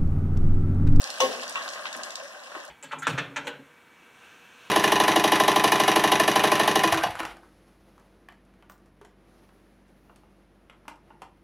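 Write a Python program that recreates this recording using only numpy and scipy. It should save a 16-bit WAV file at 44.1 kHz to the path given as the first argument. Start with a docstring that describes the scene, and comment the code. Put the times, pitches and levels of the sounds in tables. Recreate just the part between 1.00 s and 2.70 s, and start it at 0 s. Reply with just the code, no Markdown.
"""Frying oil and a clanking plate

Hot oil sizzles in a metal pan in a small tiled kitchen: fizz noise, clustered damped grains and single spits
over a low simmer, with one soft low gurgle. A hand reaches into a plate, which clanks on the stove top and
clinks once more, built from swelling modes, a crack and a clatter; noise knocks sharpen the clank and the
clink, and lighter ones follow as it picks up a breaded piece. The sizzle grows softer as the arm moves
over the pan. Two closely spaced microphone ports hear it."""
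import sys
import numpy as np
from scipy import signal
from scipy.fft import rfft, irfft
from scipy.io import wavfile

SR = 44100
rng = np.random.default_rng(int(sys.argv[2]) if len(sys.argv) > 2 else 0)


def store_pcm(level_fs):
    """Save levels as 16-bit WAV."""
    pcm = np.round(np.clip(level_fs, -1, 1) * 32767).astype(np.int16)
    wavfile.write(sys.argv[1], SR, np.atleast_2d(pcm).T)


N = 74970  # length [samples]

# Loudness of the oil: (time [s], sizzle level [dB], simmer level [dB])
OIL_LEVELS = [(0, -36, -40.5), (.1, -39, -40.5), (.35, -39, -39.5), (.7, -42, -39), (.85, -44, -43),
              (1.04, -43, -41.5), (1.36, -49, -44), (1.5, -49, -45.5), (1.58, -44, -42.5),
              (1.7, -53.5, -47)]
# Tone of the fizz and crackle: (frequency [Hz], relative density [dB per Hz])
SIZZLE_SPECTRUM = [(300, -24), (1200, -3.5), (2200, -7.5), (2600, 5.5), (3300, 2.5), (5700, 2.5),
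                   (7800, -2.5), (9600, -7.5), (12500, -16), (15800, -41)]
# Tone of the low simmer: (frequency [Hz], relative density [dB per Hz])
SIMMER_SPECTRUM = [(110, -26), (240, -5), (420, -12.5), (590, 4), (850, -5), (1090, 0.5), (1330, -5.5),
                   (1700, 0), (2100, -6), (6000, -28.5)]
# Tone of the plate's first hard contact: (frequency [Hz], relative density [dB per Hz])
CRACK_SPECTRUM = [(150, -23.5), (400, -11), (850, 4.5), (1350, -3.5), (3000, -0.5), (4500, -8), (6100, -7),
                  (7200, -11), (14500, -25.5)]
# Tone of the sheet metal's clatter: (frequency [Hz], relative density [dB per Hz])
CLATTER_SPECTRUM = [(120, -26.5), (260, 4), (330, -8), (420, 6), (800, 0), (1300, -17.5), (1800, 1.5),
                    (6000, -9), (14500, -26)]
# Single spits of oil: (time [s], level [dB], centre [Hz])
SPIT_EVENTS = [(0.018, -26, 6800), (0.0408, -21.5, 4860), (0.1023, -26.5, 6350), (0.433, -28.5, 4140),
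               (.479, -27, 5510), (0.4958, -26, 6760), (0.679, -26.5, 4500), (0.689, -28, 5240),
               (0.735, -33.5, 4840), (0.928, -26.5, 4800), (0.966, -33, 9000), (1.034, -25, 5240),
               (1.106, -29, 5400), (1.156, -21.5, 5300), (1.651, -37, 7500)]
# Damped knocks of plate, hand and food, and one soft low gurgle of the oil at .951 s:
# (time [s], level [dB], centre [Hz], width to each side [octaves], 60 dB decay [s])
KNOCK_AND_GURGLE_EVENTS = [(0.202, -16, 770, 0.31, 0.022), (0.556, -19.5, 2560, 0.16, 0.021),
                           (0.5562, -24, 1120, 0.26, 0.026), (.562, -35.5, 2950, 0.27, 0.22),
                           (0.575, -31.5, 1140, 0.22, 0.08), (0.8552, -25.5, 1520, 0.84, 0.044),
                           (0.867, -30, 2200, 0.86, 0.059), (0.948, -30.5, 1680, 0.77, 0.036),
                           (.951, -46, 298, 0.46, 0.25), (1.217, -37.5, 574, 0.12, 0.11),
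                           (1.519, -34.5, 900, 1, 0.035), (1.55, -32.5, 940, 0.85, 0.079),
                           (1.561, -37.5, 314, 0.25, 0.043)]
# Ringing modes of the plate, before a blow's pitch ratio:
# (frequency [Hz], relative level [dB], 60 dB decay [s])
PLATE_MODES = [(383, -33, 0.48), (512, -16.5, .41), (631, -35, 0.6), (675, -35, .72), (780, -30, .33),
               (912, -33, 0.42), (1082, -19.5, .3), (1867, -30, 0.23), (2945, -17.5, 0.17),
               (3425, -32.5, 0.28), (5920, -26, 0.14), (6160, -16.5, 0.08)]
# Blows on the plate:
# (time [s], ring level [dB], lowest strong mode [Hz], highest strong mode [Hz], pitch ratio [-])
PLATE_BLOWS = [(0.2029, -3, 100, 11900, 1.0), (.558, -4.5, 1070, 1950, 1.018)]
# Dying of the clatter: (frequency [Hz], 60 dB decay [s])
CLATTER_DECAY = [(600, 0.74), (2000, 0.38), (14000, 0.46)]
# Dying of the tiled room's echoes: (frequency [Hz], 60 dB decay [s])
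ROOM_DECAY = [(1500, 0.38), (14000, 0.17)]
# Phase between the ports: (frequency [Hz], lead of the left [rad])
PORT_LEAD = [(400, 0.84), (900, -0.93), (1500, .5), (1900, 3), (2230, 3), (3050, 5), (3450, 6), (4700, 3.5),
             (5500, 6), (6600, 9.5), (7300, 9.5), (7800, 16), (15000, 26.5)]
# Likeness of the two ports: (frequency [Hz], correlation [0-1])
PORT_LIKENESS = [(30, 0.043), (450, 0.45), (1100, 1), (1700, 0.41), (2080, 0.97), (2450, 0.96),
                 (3050, 0.35), (4600, 0.74), (10000, 0.15)]
# Level between the ports: (frequency [Hz], left minus right [dB])
PORT_TILT = [(60, 3.5), (520, 1.5), (1100, -0.5), (1650, 6), (2200, 0), (3800, -2), (8000, -.5)]

# Sizzle: fizz and crackle are set against the sizzle level
FIZZ_DB, CRACKLE_DB, CRACKLE_ROOM_DB = -6, -3.5, -2
CRACKLE_PER_S, CRACKLE_SPREAD_DB = 1600, 7
CLUSTER_DRIFT_HZ, CLUSTER_DB = 50, 5  # bubbles burst in irregular bunches
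FLURRY_DB, FLURRY_T60 = -14, 0.04  # fine pops set off by each spit: dB against the spit, s
# Simmer: noise and bubbles are set against the simmer level
SIMMER_NOISE_DB, BUBBLE_DB, BUBBLE_ROOM_DB = -4.5, -1, -2.0
BUBBLES_PER_S, BUBBLE_SPREAD_DB = 800, 5
SPIT_T60, SPIT_ROOM_DB, SPIT_OCTAVES = 0.011, -6, 0.45  # s, dB, octaves to each side
KNOCK_ROOM_DB = -10
CLANK_S, CRACK_DB, CRACK_T60 = .2028, -17.5, 0.065  # s, dB, s
CLATTER_DB, CLATTER_RISE_S = -23.5, 0.016
SWELL_CYCLES = 24  # each mode builds up over this many cycles of its table pitch
WAVER_DRIFT_HZ, WAVER_HZ, WAVER_DB = 26.5, 6.5, 3.4  # the rocking contact makes the ring uneven
SETTLE_S, SETTLE_FALL_S, SETTLE_DB = 0.061, 0.0088, -5  # the plate comes to rest and its ring drops
CUTOFF_HZ = 15800


def amp(db):
    """Turns decibels into gain."""
    return 10 ** (np.asarray(db) / 20)


def unit(x):
    """Scales to an rms of one."""
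    return x / np.sqrt(np.mean(x ** 2) + 1e-20)


def read(points, hz):
    """Reads a table on a log-frequency axis."""
    f, value = np.transpose(points)
    return np.interp(np.log(hz + 1), np.log(f + 1), value)


def since(start):
    """Counts seconds since a moment, zero before it."""
    return np.maximum(np.arange(N) / SR - start, 0)


def colour(x, spectrum):
    """Shapes the tone with a causal, minimum-phase filter of the given spectrum."""
    size = 2 * N
    log_gain = np.log(amp(read(spectrum, abs(np.fft.fftfreq(size, 1 / SR)))))
    response = np.exp(np.conj(signal.hilbert(log_gain)))[:N + 1]
    return irfft(rfft(x, size) * response)[..., :N]


def noise(spectrum):
    """Makes two unrelated coloured noises: the part the ports share and the part they do not."""
    return unit(colour(rng.standard_normal((2, N)), spectrum))


def drift(cutoff_hz):
    """Makes two slow random curves of rms one, by smoothing noise."""
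    hz = np.fft.rfftfreq(N, 1 / SR)
    spectrum = rfft(rng.standard_normal((2, N))) * np.exp(-(hz / cutoff_hz) ** 2)
    return unit(irfft(spectrum, N))


def fade(x, start, t60s):
    """Lets each band die at its own speed after a moment."""
    hz, t, z = signal.stft(x, SR, nperseg=256)
    z = z * amp(-60 * np.maximum(t - start, 0) / read(t60s, hz)[:, None])
    return signal.istft(z, SR, nperseg=256)[1][:, :x.shape[1]]


def strike(start, t60, rise_s=.0004):
    """Shapes a blow: a quick linear rise and an exponential fall."""
    t = since(start)
    return np.minimum(t / rise_s, 1) * amp(-60 * t / t60)


def kitchen(x, wet_db):
    """Adds the dense echoes of the tiled walls as random taps that die band by band."""
    size = SR // 2
    taps = rng.standard_normal((2, size)) * (rng.random((2, size)) < .1)
    taps = taps * (np.arange(size) > .003 * SR)  # the first echoes arrive after 3 ms
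    tail = fade(taps, 0, ROOM_DECAY)
    echoes = signal.fftconvolve(x, tail / np.linalg.norm(tail[0]), axes=1)[:, :N]
    return x + amp(wet_db) * echoes


def burst(start, db, hz, octaves, t60):
    """Makes a short dying rattle: noise through one broad resonance."""
    envelope = amp(db) * strike(start, t60)
    edges = np.minimum(hz * 2. ** np.array([-octaves, octaves]), .45 * SR)
    band = signal.butter(2, edges, "bandpass", fs=SR, output="sos")
    sound = signal.sosfilt(band, envelope * rng.standard_normal((2, N)) + 1e-18)
    # the filtered burst keeps the energy of its envelope
    return sound * np.linalg.norm(envelope) / np.linalg.norm(sound, axis=1, keepdims=True)


def grains(per_s, spread_db, low_hz, high_hz, cycles, count=32):
    """Bubbles of many pitches and sizes burst in clusters, each a short damped ring."""
    t = np.arange(1500) / SR
    out = np.zeros((2, N))
    crowding = amp(CLUSTER_DB * drift(CLUSTER_DRIFT_HZ)[0])
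    chance = per_s / count / SR * crowding / crowding.mean()
    for hz in np.geomspace(low_hz, high_hz, count):
        sizes = amp(spread_db * np.minimum(rng.exponential(1, N), 3))
        clicks = sizes * (rng.random(N) < chance)
        tone = np.sin(2 * np.pi * (hz * t + rng.random((2, 1))))
        ring = np.exp(-t * hz / cycles) * tone
        out += signal.oaconvolve(clicks[None], ring * hz, axes=1)[:, :N]
    return unit(out)


def oil():
    """Fine fizz and crackle at the surface, livelier after each spit, over a simmer of larger bubbles."""
    times, sizzle_db, simmer_db = np.transpose(OIL_LEVELS)
    crackle = grains(CRACKLE_PER_S, CRACKLE_SPREAD_DB, low_hz=1505, high_hz=15000, cycles=2.96)
    crackle = unit(colour(kitchen(crackle, CRACKLE_ROOM_DB), SIZZLE_SPECTRUM))
    bubbles = grains(BUBBLES_PER_S, BUBBLE_SPREAD_DB, low_hz=380.6, high_hz=3240, cycles=2.25)
    bubbles = unit(colour(kitchen(bubbles, BUBBLE_ROOM_DB), SIMMER_SPECTRUM))
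    sizzle = amp(FIZZ_DB) * noise(SIZZLE_SPECTRUM) + amp(CRACKLE_DB) * crackle
    simmer = amp(SIMMER_NOISE_DB) * noise(SIMMER_SPECTRUM) + amp(BUBBLE_DB) * bubbles
    liveliness = sum(amp(db + FLURRY_DB) * strike(s, FLURRY_T60) for s, db, hz in SPIT_EVENTS)
    sizzle_gain = amp(np.interp(since(0), times, sizzle_db))
    simmer_gain = amp(np.interp(since(0), times, simmer_db))
    return crackle * liveliness + sizzle * sizzle_gain + simmer * simmer_gain


def spits():
    """Water drops burst in the oil with sharp ticks, each of its own pitch."""
    ticks = sum(burst(s, db, hz, SPIT_OCTAVES, SPIT_T60) for s, db, hz in SPIT_EVENTS)
    return kitchen(ticks, SPIT_ROOM_DB)


def knocks_and_gurgle():
    """Short damped contacts of plate, hand and food and one soft oil gurgle, echoed by the room."""
    return kitchen(sum(burst(*row) for row in KNOCK_AND_GURGLE_EVENTS), KNOCK_ROOM_DB)


def clank():
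    """The crack of the plate meeting the stove top, and the sheet metal's dense clatter after it."""
    blow = amp(CRACK_DB) * strike(CLANK_S, CRACK_T60)
    crack = unit(colour(blow * rng.standard_normal((2, N)), CRACK_SPECTRUM))
    crack = crack * np.sqrt(np.mean(blow ** 2))
    rise = np.minimum(since(CLANK_S) / CLATTER_RISE_S, 1)
    clatter = fade(noise(CLATTER_SPECTRUM), CLANK_S, CLATTER_DECAY) * rise
    return crack + amp(CLATTER_DB) * clatter


def plate_ring():
    """The plate's modes swell and waver while it chatters on the metal, then drop as it settles."""
    out = np.zeros((2, N))
    for s, blow_db, low_hz, high_hz, ratio in PLATE_BLOWS:
        t = since(s)
        settle = amp(SETTLE_DB * np.clip((t - SETTLE_S) / SETTLE_FALL_S, 0, 1))
        for hz, db, t60 in PLATE_MODES:
            bend, throb = drift(WAVER_DRIFT_HZ)
            wander = WAVER_HZ * np.cumsum(bend) / SR
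            turn = 2 * np.pi * (hz * ratio * t + wander + rng.random())
            reach = 1 + (low_hz / hz) ** 4 + (hz / high_hz) ** 4  # weakens modes outside the blow's range
            level = amp(db + blow_db + WAVER_DB * throb) / reach
            envelope = level * settle * strike(s, t60, SWELL_CYCLES / hz)
            # the part the ports do not share is softer and lags
            tone = np.array([np.sin(turn), amp(-5) * np.sin(turn - .8)])
            out += envelope * np.sqrt(2) * tone
    return out


def ports(pair):
    """Blends the shared and unshared parts into left and right, with the ports' phase and balance."""
    hz = np.fft.rfftfreq(2 * N, 1 / SR)
    shared, apart = rfft(pair, 2 * N)
    same = np.clip(read(PORT_LIKENESS, hz), 0, 1)
    shared = shared * np.sqrt((1 + same) / 2)
    apart = apart * np.sqrt((1 - same) / 2)
    # each port takes half of the level and phase difference
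    lean = amp(read(PORT_TILT, hz) / 2) * np.exp(.5j * read(PORT_LEAD, hz))
    return irfft(np.array([(shared + apart) * lean, (shared - apart) / lean]))[:, :N]


def scene():
    """Mixes oil, knocks and plate as heard at the two ports."""
    return ports(oil() + spits() + knocks_and_gurgle() + clank() + plate_ring())


def record(dry):
    """Limits the band with the recorder's steep low-pass."""
    lowpass = signal.firwin(301, CUTOFF_HZ, window=("kaiser", 9), fs=SR)
    return signal.oaconvolve(dry, lowpass[None], "same")


dry = scene()
out = record(dry)
store_pcm(out)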